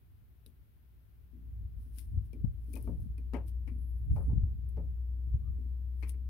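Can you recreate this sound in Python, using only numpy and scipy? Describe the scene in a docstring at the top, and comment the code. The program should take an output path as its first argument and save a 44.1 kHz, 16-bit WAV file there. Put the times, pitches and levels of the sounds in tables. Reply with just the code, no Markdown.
"""Pliers work a plastic wiring connector into place in a car's engine bay.
Their metal tips tick, ping and scrape, the plastic shell cracks and rings, and the bundle of wires
knocks against hollow bodywork. Faint squeaks, dull pops and a thin gliding hiss come in between.
A low drone swells in the garage, while a draught and sweeps of the arm push air at the microphone."""
import sys
import numpy as np
from scipy import signal
from scipy.fft import rfft, irfft, next_fast_len
from scipy.io import wavfile
from scipy.ndimage import uniform_filter1d

SR = 44100
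rng = np.random.default_rng(int(sys.argv[2]) if len(sys.argv) > 2 else 0)


def to_wav(s):
    """Save 16-bit WAV."""
    ch = np.atleast_2d(s).T  # columns
    pcm = np.round(np.clip(ch, -1, 1) * 32767)  # PCM
    wavfile.write(sys.argv[1], SR, pcm.astype(np.int16))


N = 277389
TIME = np.arange(N) / SR
HIT_TIME = np.arange(SR // 2) / SR  # seconds since one hit began

# In all tables, ring_s is the time to fade by 60 dB and fall_s the time to drop to about a third.
# lean_db is how much louder the left side is than the right. A likeness of 1 means both sides match.

# tone of the garage's background noise: frequency_hz, level_db
ROOM_TONE = [(71, -32.5), (120, -1), (326, -13.5), (400, -12), (471, -20), (724, -21.5), (802, -22.5),
             (1160, -24.5), (1310, -23.5), (1540, -23), (1710, -25), (3080, -28), (7420, -39.5),
             (13100, -24.5), (15800, -26)]
# how alike that noise is on both sides: frequency_hz, likeness
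ROOM_LIKENESS = [(130, 0.61), (300, 0.55), (640, 0), (1400, 0), (4000, 0.011)]
# how far it leans left: frequency_hz, lean_db
ROOM_BALANCE = [(100, 6.5), (300, 5.5), (2400, 3.5), (4400, 2.5), (15000, 0.7)]
# path of the low drone: time_s, pitch_hz, level_db
DRONE_PATH = [(0, 59.14, -70.5), (1.2, 59.9, -58), (1.5, 59.39, -42.5), (2.05, 57.5, -45.5),
              (2.5, 57.86, -40), (3.4, 60.15, -35.5), (5.3, 60.8, -34), (6.29, 62.8, -34.5)]
# tone of the rumble that goes with it: frequency_hz, level_db
RUMBLE_TONE = [(60, -0.5), (120, 4), (250, -2), (430, -16.5), (700, -33), (2000, -48.5)]
# draught on the microphone, stronger once the arm is close: time_s, level_db
DRAUGHT_LEVELS = [(0, -57.5), (1.1, -59.5), (1.5, -51.5), (3.3, -44.5), (6.29, -49.5)]
# arm sweeps that push air: peak_s, level_db, fall_s
ARM_SWEEPS = [(1.63, -39.5, .08), (1.8, -41, 0.045), (2.17, -31, 0.072), (2.48, -33, 0.056),
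              (2.89, -36, 0.067), (3.04, -34, .07), (3.6, -45.5, 0.14), (4.14, -26, .055),
              (4.35, -28.5, 0.18), (4.85, -38.5, .12), (5.35, -33, 0.057), (5.49, -35.5, 0.075)]
# tone of gently swirling air: frequency_hz, level_db
SWIRL_TONE = [(10, -41), (25, -19), (45, 4.5), (70, 8.5), (110, 2), (170, -15.5), (260, -24), (450, -42),
              (1000, -62.5), (3000, -75)]
# higher tone of strongly churning air: frequency_hz, level_db
CHURN_TONE = [(50, -16.5), (140, 6), (220, -7.5), (400, -33.5), (900, -58), (3000, -72.5)]
# single puffs of air: peak_s, level_db, pitch_hz, lean_db
AIR_PUFFS = [(2.446, -13, 117, 43.5), (2.18, -19, 72, 24), (4.115, -15, 85.6, 44), (4.334, -28, 141, -7.5),
             (4.381, -19, 100, 42), (4.439, -19.5, 66.7, 0.5), (5.351, -26, 77.6, -6)]
# wires hitting the bodywork (harder hits reach higher): start_s, level_db, highest_hz, lowest_hz
WIRE_KNOCKS = [(0.461, -64, 472, 256), (1.331, -57.5, 284, 237), (1.857, -61.5, 320, 209),
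               (1.974, -61.5, 350, 242), (2.332, -51, 418, 288), (2.680, -57.5, 295, 256),
               (2.734, -48, 397, 267), (2.762, -46.5, 1110, 230), (2.842, -52, 360, 260),
               (2.873, -43.5, 1260, 255), (2.88, -40.5, 754, 110), (2.99, -57.5, 774, 240),
               (3.182, -54, 430, 240), (3.334, -35, 2600, 233), (3.342, -41.5, 2700, 400),
               (3.346, -46.5, 920, 860), (3.674, -49.5, 421.6, 291), (3.714, -46.5, 292, 212),
               (4.162, -48.5, 1520, 500), (4.17, -47.5, 690, 520), (4.203, -59.5, 1290, 1150),
               (4.277, -43, 339, 139.6), (4.297, -54, 925, 430), (4.771, -46.5, 2107, 150),
               (4.776, -49, 676, 580), (5.583, -56, 340, 250), (6.026, -52, 457, 310),
               (6.140, -60, 450, 280)]
# notes of the body panel: pitch_hz, level_db, ring_s (before each hit stretches it)
PANEL_NOTES = [(235.9, 18, 0.2), (316, -9, 1), (406, -11.5, .15), (437, 2.5, .27), (522, -3.5, 0.031),
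               (537, -4, 0.27), (593, -8, .2), (692, -7.5, 0.27), (715, -15.5, 0.068), (860, -8, 0.07),
               (914, -13.5, 0.074), (1050, -15.5, 0.13), (1040, -20.5, 0.087), (1248, -9, 0.17)]
# tone of the panel's crowded upper notes and the engine bay: frequency_hz, level_db
BAY_TONE = [(90, -17.5), (160, 9.5), (280, 8), (520, -3.5), (680, -9), (880, -7.5), (1500, -17.5),
            (2400, -18.5), (3000, -18.5), (3800, -31), (9000, -11.5), (16000, -36.5)]
# how long they last: frequency_hz, ring_s (before each hit stretches it)
BAY_RING_TIMES = [(200, 0.34), (900, 0.22), (2500, 0.22), (9000, 0.22)]
# air pockets behind the panel: pitch_hz, boost_db
AIR_POCKETS = [(165, 14), (275, 5), (470, 1.5), (600, 3), (870, 4)]
# light taps that set the pliers ringing: start_s, level_db
JAW_TAPS = [(0.4622, -63.5), (6.097, -76)]
# notes of the steel jaws: pitch_hz, level_db, ring_s (on the left side)
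JAW_NOTES = [(3880, 2, 0.03), (3820, 5, 0.019), (4280, -5, 0.022), (5300, -15, 0.018), (2720, -8, 0.016)]
# plier tips touching the terminals: start_s, level_db, boost_below_7khz_db, highest_hz
TIP_TICKS = [(0.4625, -53, 2, 14100), (1.9853, -40.5, -4.5, 11800), (1.9918, -49, 3, 13000),
             (2.331, -58.5, 1, 10140), (2.7327, -47.5, -8, 14100), (2.7371, -44.5, -6, 11500),
             (2.755, -46.5, 1, 15000), (2.773, -49.5, 0, 14000), (2.826, -47.5, -26, 12100),
             (3.005, -63, -15, 13000), (3.180, -58.5, 0, 11200), (3.3357, -52, 10, 9700),
             (3.369, -60, 6, 10000), (4.164, -63.5, 9, 11700), (4.689, -59, -10, 13000),
             (4.771, -67, 12, 9860), (6.026, -59, 5, 10620), (6.0943, -39.5, -10.5, 10000)]
# tone of steel touching metal: frequency_hz, level_db
STEEL_TONE = [(400, -23), (1500, -15), (3000, -10), (4000, -12), (5500, -9), (7400, -18), (8800, -3),
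              (10200, -0.5), (12000, -2), (16000, -7.5)]
# slides of metal and wire: peak_s, level_db, fall_s
METAL_SLIDES = [(0.478, -72, 0.023), (1.83, -70.5, 0.058), (1.987, -55, 0.038), (2.258, -71.5, 0.024),
                (2.760, -64, 0.12), (2.84, -68.5, 0.059), (3.025, -71, 0.037), (3.485, -56, 0.013),
                (4.165, -68, 0.062), (6.01, -69, 0.037), (6.092, -52.5, .014)]
# faint squeaks: start_s, length_s, top_pitch_hz, level_db
FAINT_SQUEAKS = [(1.76, 0.55, 9800, -83), (5.409, .15, 1204, -77.5), (5.52, .15, 8000, -93)]
# soft flicks close to the microphone: start_s, level_db, highest_hz, lean_db
SOFT_FLICKS = [(2.160, -45, 220, 12), (2.441, -40, 230, 22), (2.444, -56, 700, 22), (3.056, -44, 220, 10),
               (4.352, -43, 250, 10)]
# clacks of the plastic shell: start_s, level_db, crack_above_ring_db, pitch_hz
SHELL_CLACKS = [(2.332, -62.5, -8, 2384), (2.738, -57.5, -13, 2440), (2.761, -53.5, -7.5, 2520),
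                (2.871, -73, 0, 2360), (3.181, -64, -7, 2460), (3.343, -52.5, 19, 2490),
                (3.674, -56, 12, 2230), (4.161, -68, 8, 2430), (4.769, -73.5, 11, 2350),
                (6.025, -50.5, 10, 2359), (6.032, -52, -5, 2420), (6.069, -62, 16, 2380),
                (6.094, -68, 11, 2300), (6.138, -72, 12, 2430)]
# notes of the shell, before each clack shifts and shortens them: pitch_hz, level_db, ring_s
SHELL_NOTES = [(1100, -16.5, 0.03), (1830, -20.5, 0.027), (2180, -16, 0.026), (2500, 5, 0.073),
               (2395, 8.5, 0.096), (2820, -12.5, 0.081), (4320, -5, 0.076)]
# tone of the shell's crack: frequency_hz, level_db
CRACK_TONE = [(300, -29.5), (700, -8), (1050, -1), (1500, -9), (2300, 4.5), (3000, -12.5), (3700, -22),
              (5000, -19), (7500, -28.5), (9500, -20), (16000, -36)]
# path of the thin hiss: time_s, pitch_hz, level_db
HISS_PATH = [(3.66, 9180, -85), (3.76, 9900, -85), (3.81, 10830, -72.5), (3.9, 11520, -76),
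             (3.99, 11240, -79), (4.12, 11830, -86), (4.23, 10430, -73), (4.33, 9600, -85.5)]


def amp(db):
    """Turns decibels into a number to multiply by."""
    return 10 ** (np.asarray(db) / 20)


def unit(x):
    """Scales a sound to an average (rms) level of 1."""
    return x / np.sqrt(np.mean(x ** 2) + 1e-30)


def unit_start(x, samples):
    """Scales a sound so that its first samples on the left have an average level of 1."""
    return x / np.sqrt(np.mean(x[0, :samples] ** 2))


def read(table, hz):
    """Looks up a value between a table's rows, with frequency spaced in octaves."""
    row_hz, values = np.transpose(table)
    return np.interp(np.log(hz + 1), np.log(row_hz), values)


def follow(rows):
    """Joins timed rows into one curve for each column after the time."""
    times, *columns = np.transpose(rows)
    return [np.interp(TIME, times, column) for column in columns]


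def swells(rows, rise_share):
    """Level of overlapping swells; each builds up in a share of its fall time."""
    levels = (amp(db) * np.exp(-np.maximum((peak_s - TIME) / rise_share, TIME - peak_s) / fall_s)
              for peak_s, db, fall_s in rows)
    return np.sqrt(sum(level ** 2 for level in levels))


def lean_left(sound, lean_db):
    """Turns the right side down by lean_db."""
    return sound * amp([[0], [-lean_db]])


def click_lean(db):
    """The louder a click, the further left it sits."""
    return 17.5 + 0.68 * (db + 58.5)


def add(mix, start_s, sound, lean_db):
    """Places a sound in the stereo mix."""
    part = mix[:, max(round(start_s * SR), 0):][:, :sound.shape[1]]
    part += lean_left(sound, lean_db)[:, :part.shape[1]]


def colour(x, db_at):
    """Shapes the tone by db_at(frequency), without smearing a hit backwards in time."""
    size = next_fast_len(x.shape[-1] + 4096)
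    log_gain = np.log(amp(db_at(abs(np.fft.fftfreq(size, 1 / SR)))))
    response = np.exp(np.conj(signal.hilbert(log_gain)))
    return np.fft.ifft(np.fft.fft(x, size) * response).real[..., :x.shape[-1]]


def band(hz, low_hz, high_hz):
    """Gain in dB that keeps one band and cuts the rest by up to 50 dB."""
    return 10 * np.log10(1 / (1 + (hz / high_hz) ** 8 + (low_hz / (hz + 1)) ** 8) + 1e-5)


def noise_pair(likeness, size=len(HIT_TIME)):
    """White noise for left and right, one hit long unless a size is given."""
    left, other = rng.standard_normal((2, size))
    return np.array([left, likeness * left + np.sqrt(1 - likeness ** 2) * other])


def fade(ring_s):
    """A level that falls 60 dB in ring_s."""
    return np.exp(-np.log(1000) * HIT_TIME / ring_s)


def ring(notes, stretch, detune):
    """Fading notes; each hit lands somewhere else and wakes them a little differently."""
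    chance = rng.standard_normal((len(notes), 3))
    out = np.zeros(len(HIT_TIME))
    for (hz, db, ring_s), (extra_db, shift, phase) in zip(notes, chance):
        wave = np.sin(2 * np.pi * hz * (1 + detune * shift) * HIT_TIME + np.pi * phase)
        out += amp(db + extra_db) * fade(ring_s * stretch) * wave
    return out


def garage(level_db=-71.5):
    """Steady room noise and microphone hiss."""
    hz = np.fft.rfftfreq(N, 1 / SR)
    left, other = rfft(rng.standard_normal((2, N)))
    likeness = read(ROOM_LIKENESS, hz)
    right = likeness * left + np.sqrt(1 - likeness ** 2) * other
    lean = amp(read(ROOM_BALANCE, hz) / 2)
    spectrum = np.array([left * lean, right / lean]) * amp(read(ROOM_TONE, hz))
    return amp(level_db) * unit(irfft(spectrum, N))


def drone(rumble_db=-27, right_phase_rad=0.1):
    """One deep tone, like a machine some way off, with a dull rumble that swells with it."""
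    hz, db = follow(DRONE_PATH)
    tone = np.sqrt(2) * np.sin(2 * np.pi * np.cumsum(hz) / SR + np.array([[0], [right_phase_rad]]))
    rumble = unit(colour(noise_pair(0.8, N), lambda f: read(RUMBLE_TONE, f)))
    return lean_left((tone + amp(rumble_db) * rumble) * amp(db), lean_db=4)


def moving_air(churn_db=-13, puff_cycles=0.38):
    """Swirls of air press on the microphone; strong ones sound higher, and a few land as puffs."""
    strength = np.hypot(amp(follow(DRAUGHT_LEVELS)[0]), swells(ARM_SWEEPS, rise_share=0.9))
    swirls = unit(colour(noise_pair(0.25, N), lambda f: read(SWIRL_TONE, f)))
    churn = unit(colour(noise_pair(0.13, N), lambda f: read(CHURN_TONE, f)))
    churn *= amp(churn_db) * np.sqrt(strength / strength.max())
    out = lean_left(strength * (swirls + churn), lean_db=1.5)
    from_peak_s = HIT_TIME - HIT_TIME.mean()
    for peak_s, db, hz, lean_db in AIR_PUFFS:
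        cycles = hz * from_peak_s
        bump = 1 / np.cosh(np.clip(np.pi / 2 * cycles / puff_cycles, -50, 50))
        puff = -np.cos(2 * np.pi * cycles) * bump
        add(out, peak_s + from_peak_s[0], amp(db) * puff[None], lean_db)
    return out


def bay_ring(stretch, shade_db_per_octave=6.15):
    """The panel and bay ring with so many notes that they blur into noise; low ones last longest."""
    hz, seconds, spectrum = signal.stft(noise_pair(0.55), SR, nperseg=256)
    ring_s = stretch * read(BAY_RING_TIMES, hz)[:, None]
    spectrum *= np.exp(-np.log(1000) * seconds / ring_s)
    spectrum[1] *= amp(-shade_db_per_octave * np.log2(1 + hz / 500))[:, None]  # the far side is duller
    blur = signal.istft(spectrum, SR, nperseg=256)[1][:, :len(HIT_TIME)]
    return colour(blur, lambda f: read(BAY_TONE, f))


def pocket_boost(hz, width_share=0.081):
    """Air pockets behind the panel add decibels near their own pitches."""
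    return sum(db * np.exp(-((hz / pitch_hz - 1) / width_share) ** 2) for pitch_hz, db in AIR_POCKETS)


def wire_knocks(rise_s=0.00038, soft_hz=314, leak_db=-24):
    """The wires knock the hollow bodywork into ringing; soft hits are duller and last longer."""
    out = np.zeros((2, N))
    for start_s, db, high_hz, low_hz in WIRE_KNOCKS:
        stretch = 0.88 + 0.84 * (soft_hz / high_hz) ** 4
        bay = unit_start(bay_ring(stretch), 1200)
        panel = unit_start(ring(PANEL_NOTES, stretch, detune=0.0036)[None], 1200)
        knock = (bay + panel) * (1 - np.exp(-HIT_TIME / rise_s))
        leak = lambda f: leak_db - 20 * np.log10(1 + f / high_hz)  # a little sound outside the band
        knock = colour(knock, lambda f: np.maximum(band(f, low_hz, high_hz), leak(f)) + pocket_boost(f))
        add(out, start_s, amp(db) * unit_start(knock, 800), lean_db=4)
    return out


def jaw_pings():
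    """The steel jaws ring briefly when they spring free."""
    out = np.zeros((2, N))
    for start_s, db in JAW_TAPS:
        left = ring(JAW_NOTES, stretch=1, detune=0.013)
        right = ring(JAW_NOTES, stretch=0.51, detune=0.0013)
        add(out, start_s, amp(db) * unit_start(np.array([left, right]), 200), lean_db=3)
    return out


def tip_ticks(snap_s=0.008, echo_s=0.11, echo_db=-13, tail_db=-25):
    """Metal tips snap, echo off the nearest parts, and leave a faint tail in the bay."""
    out = np.zeros((2, N))
    for start_s, db, boost_db, high_hz in TIP_TICKS:
        tone = lambda f: read(STEEL_TONE, f) + boost_db / (1 + (f / 7000) ** 6) + band(f, 1100, high_hz)
        snap = colour(noise_pair(0.19) * (fade(snap_s) + amp(echo_db) * fade(echo_s)), tone)
        tail = colour(noise_pair(0) * fade(echo_s), tone)
        add(out, start_s, amp(db) * unit_start(snap, 60), click_lean(db))
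        add(out, start_s, amp(db + tail_db) * unit_start(tail, 400), lean_db=5)
    return out


def metal_scrapes(slips_per_s=2500, spread_db=-0.5):
    """Sliding metal and wire stick and slip, making tiny clicks over a smooth hiss."""
    pressure = swells(METAL_SLIDES, rise_share=0.72)
    slipping = rng.random(N) < slips_per_s / SR
    slip_sizes = amp(spread_db * np.minimum(rng.exponential(1, N), 3))
    grit = noise_pair(0.13, N) * (unit(slipping * slip_sizes) + 1)
    scrape = unit(colour(grit, lambda f: read(STEEL_TONE, f)))
    return lean_left(scrape * pressure, lean_db=7)


def shift_up(slow_noise, hz):
    """Moves slow, complex-valued noise up into a band of hiss around a changing pitch."""
    return unit((slow_noise * np.exp(2j * np.pi * np.cumsum(hz) / SR)).real)


def squeaks(sag_share=0.14, width_share=0.05):
    """Thin whistles whose pitch and level rise and fall in one arch."""
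    out = np.zeros((2, N))
    for start_s, length_s, top_hz, db in FAINT_SQUEAKS:
        arch = np.sin(np.pi * np.arange(0, length_s, 1 / SR) / length_s)
        noise = noise_pair(0.5, len(arch)) + 1j * noise_pair(0.33, len(arch))
        slow_noise = signal.lfilter(*signal.butter(2, width_share * top_hz / SR), noise)
        whistle = shift_up(slow_noise, top_hz * (1 - sag_share * (1 - arch)))
        add(out, start_s, amp(db) * whistle * arch, lean_db=4)
    return out


def flicks(fade_s=0.069, low_hz=110):
    """Soft flicks near the microphone make short, dull pops with no echo."""
    out = np.zeros((2, N))
    for start_s, db, high_hz, lean_db in SOFT_FLICKS:
        muffle = signal.butter(4, [low_hz, high_hz], "bandpass", fs=SR, output="sos")
        pop = signal.sosfilt(muffle, noise_pair(0.24) * fade(fade_s))
        add(out, start_s, amp(db) * unit_start(pop, 900), lean_db)
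    return out


def shell_clacks(rise_s=0.00089, crack_s=0.1, tail_s=0.27, tail_db=-16, base_pitch_hz=2432):
    """The plastic shell cracks and rings briefly; the grip shifts its pitch."""
    out = np.zeros((2, N))
    for start_s, db, crack_db, pitch_hz in SHELL_CLACKS:
        grit = noise_pair(0.15) * (fade(crack_s) + amp(tail_db) * fade(tail_s))
        crack = unit_start(colour(grit, lambda f: read(CRACK_TONE, f)), 400)
        gripped_notes = np.array(SHELL_NOTES) * [pitch_hz / base_pitch_hz, 1, 1]
        ringing = unit_start(ring(gripped_notes, stretch=0.58, detune=0.0024)[None], 400)
        clack = (amp(crack_db) * crack + ringing) * (1 - np.exp(-HIT_TIME / rise_s))
        add(out, start_s, amp(db) * unit_start(clack, 400), click_lean(db))
    return out


def gliding_hiss(width_hz=1500, waver_hz=240, flutter_db=2):
    """A thin, high hiss glides up and down while its pitch wavers and its level flutters."""
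    hz, db = follow(HISS_PATH)
    wander = uniform_filter1d(rng.standard_normal((2, N)), size=500)
    waver, flutter = unit(uniform_filter1d(wander, size=300))
    noise = noise_pair(0.2, N) + 1j * noise_pair(0.2, N)
    slow_noise = signal.lfilter(*signal.butter(3, width_hz / SR), noise)
    hiss = shift_up(slow_noise, hz + waver_hz * waver)
    sounding = (TIME > HISS_PATH[0][0]) & (TIME < HISS_PATH[-1][0])
    return lean_left(hiss * amp(db + flutter_db * flutter) * sounding, lean_db=5)


def scene():
    """The sounds of the work, over the drone, the moving air and the room."""
    work = wire_knocks() + shell_clacks() + tip_ticks() + jaw_pings() + metal_scrapes()
    return work + gliding_hiss() + squeaks() + drone() + moving_air() + flicks() + garage()


def record(dry):
    """Cuts off the very highest treble."""
    treble_cut = signal.firwin(511, cutoff=15850, window=("kaiser", 9), fs=SR)
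    return signal.oaconvolve(dry, treble_cut[None], "same")


dry = scene()
out = record(dry)
to_wav(out)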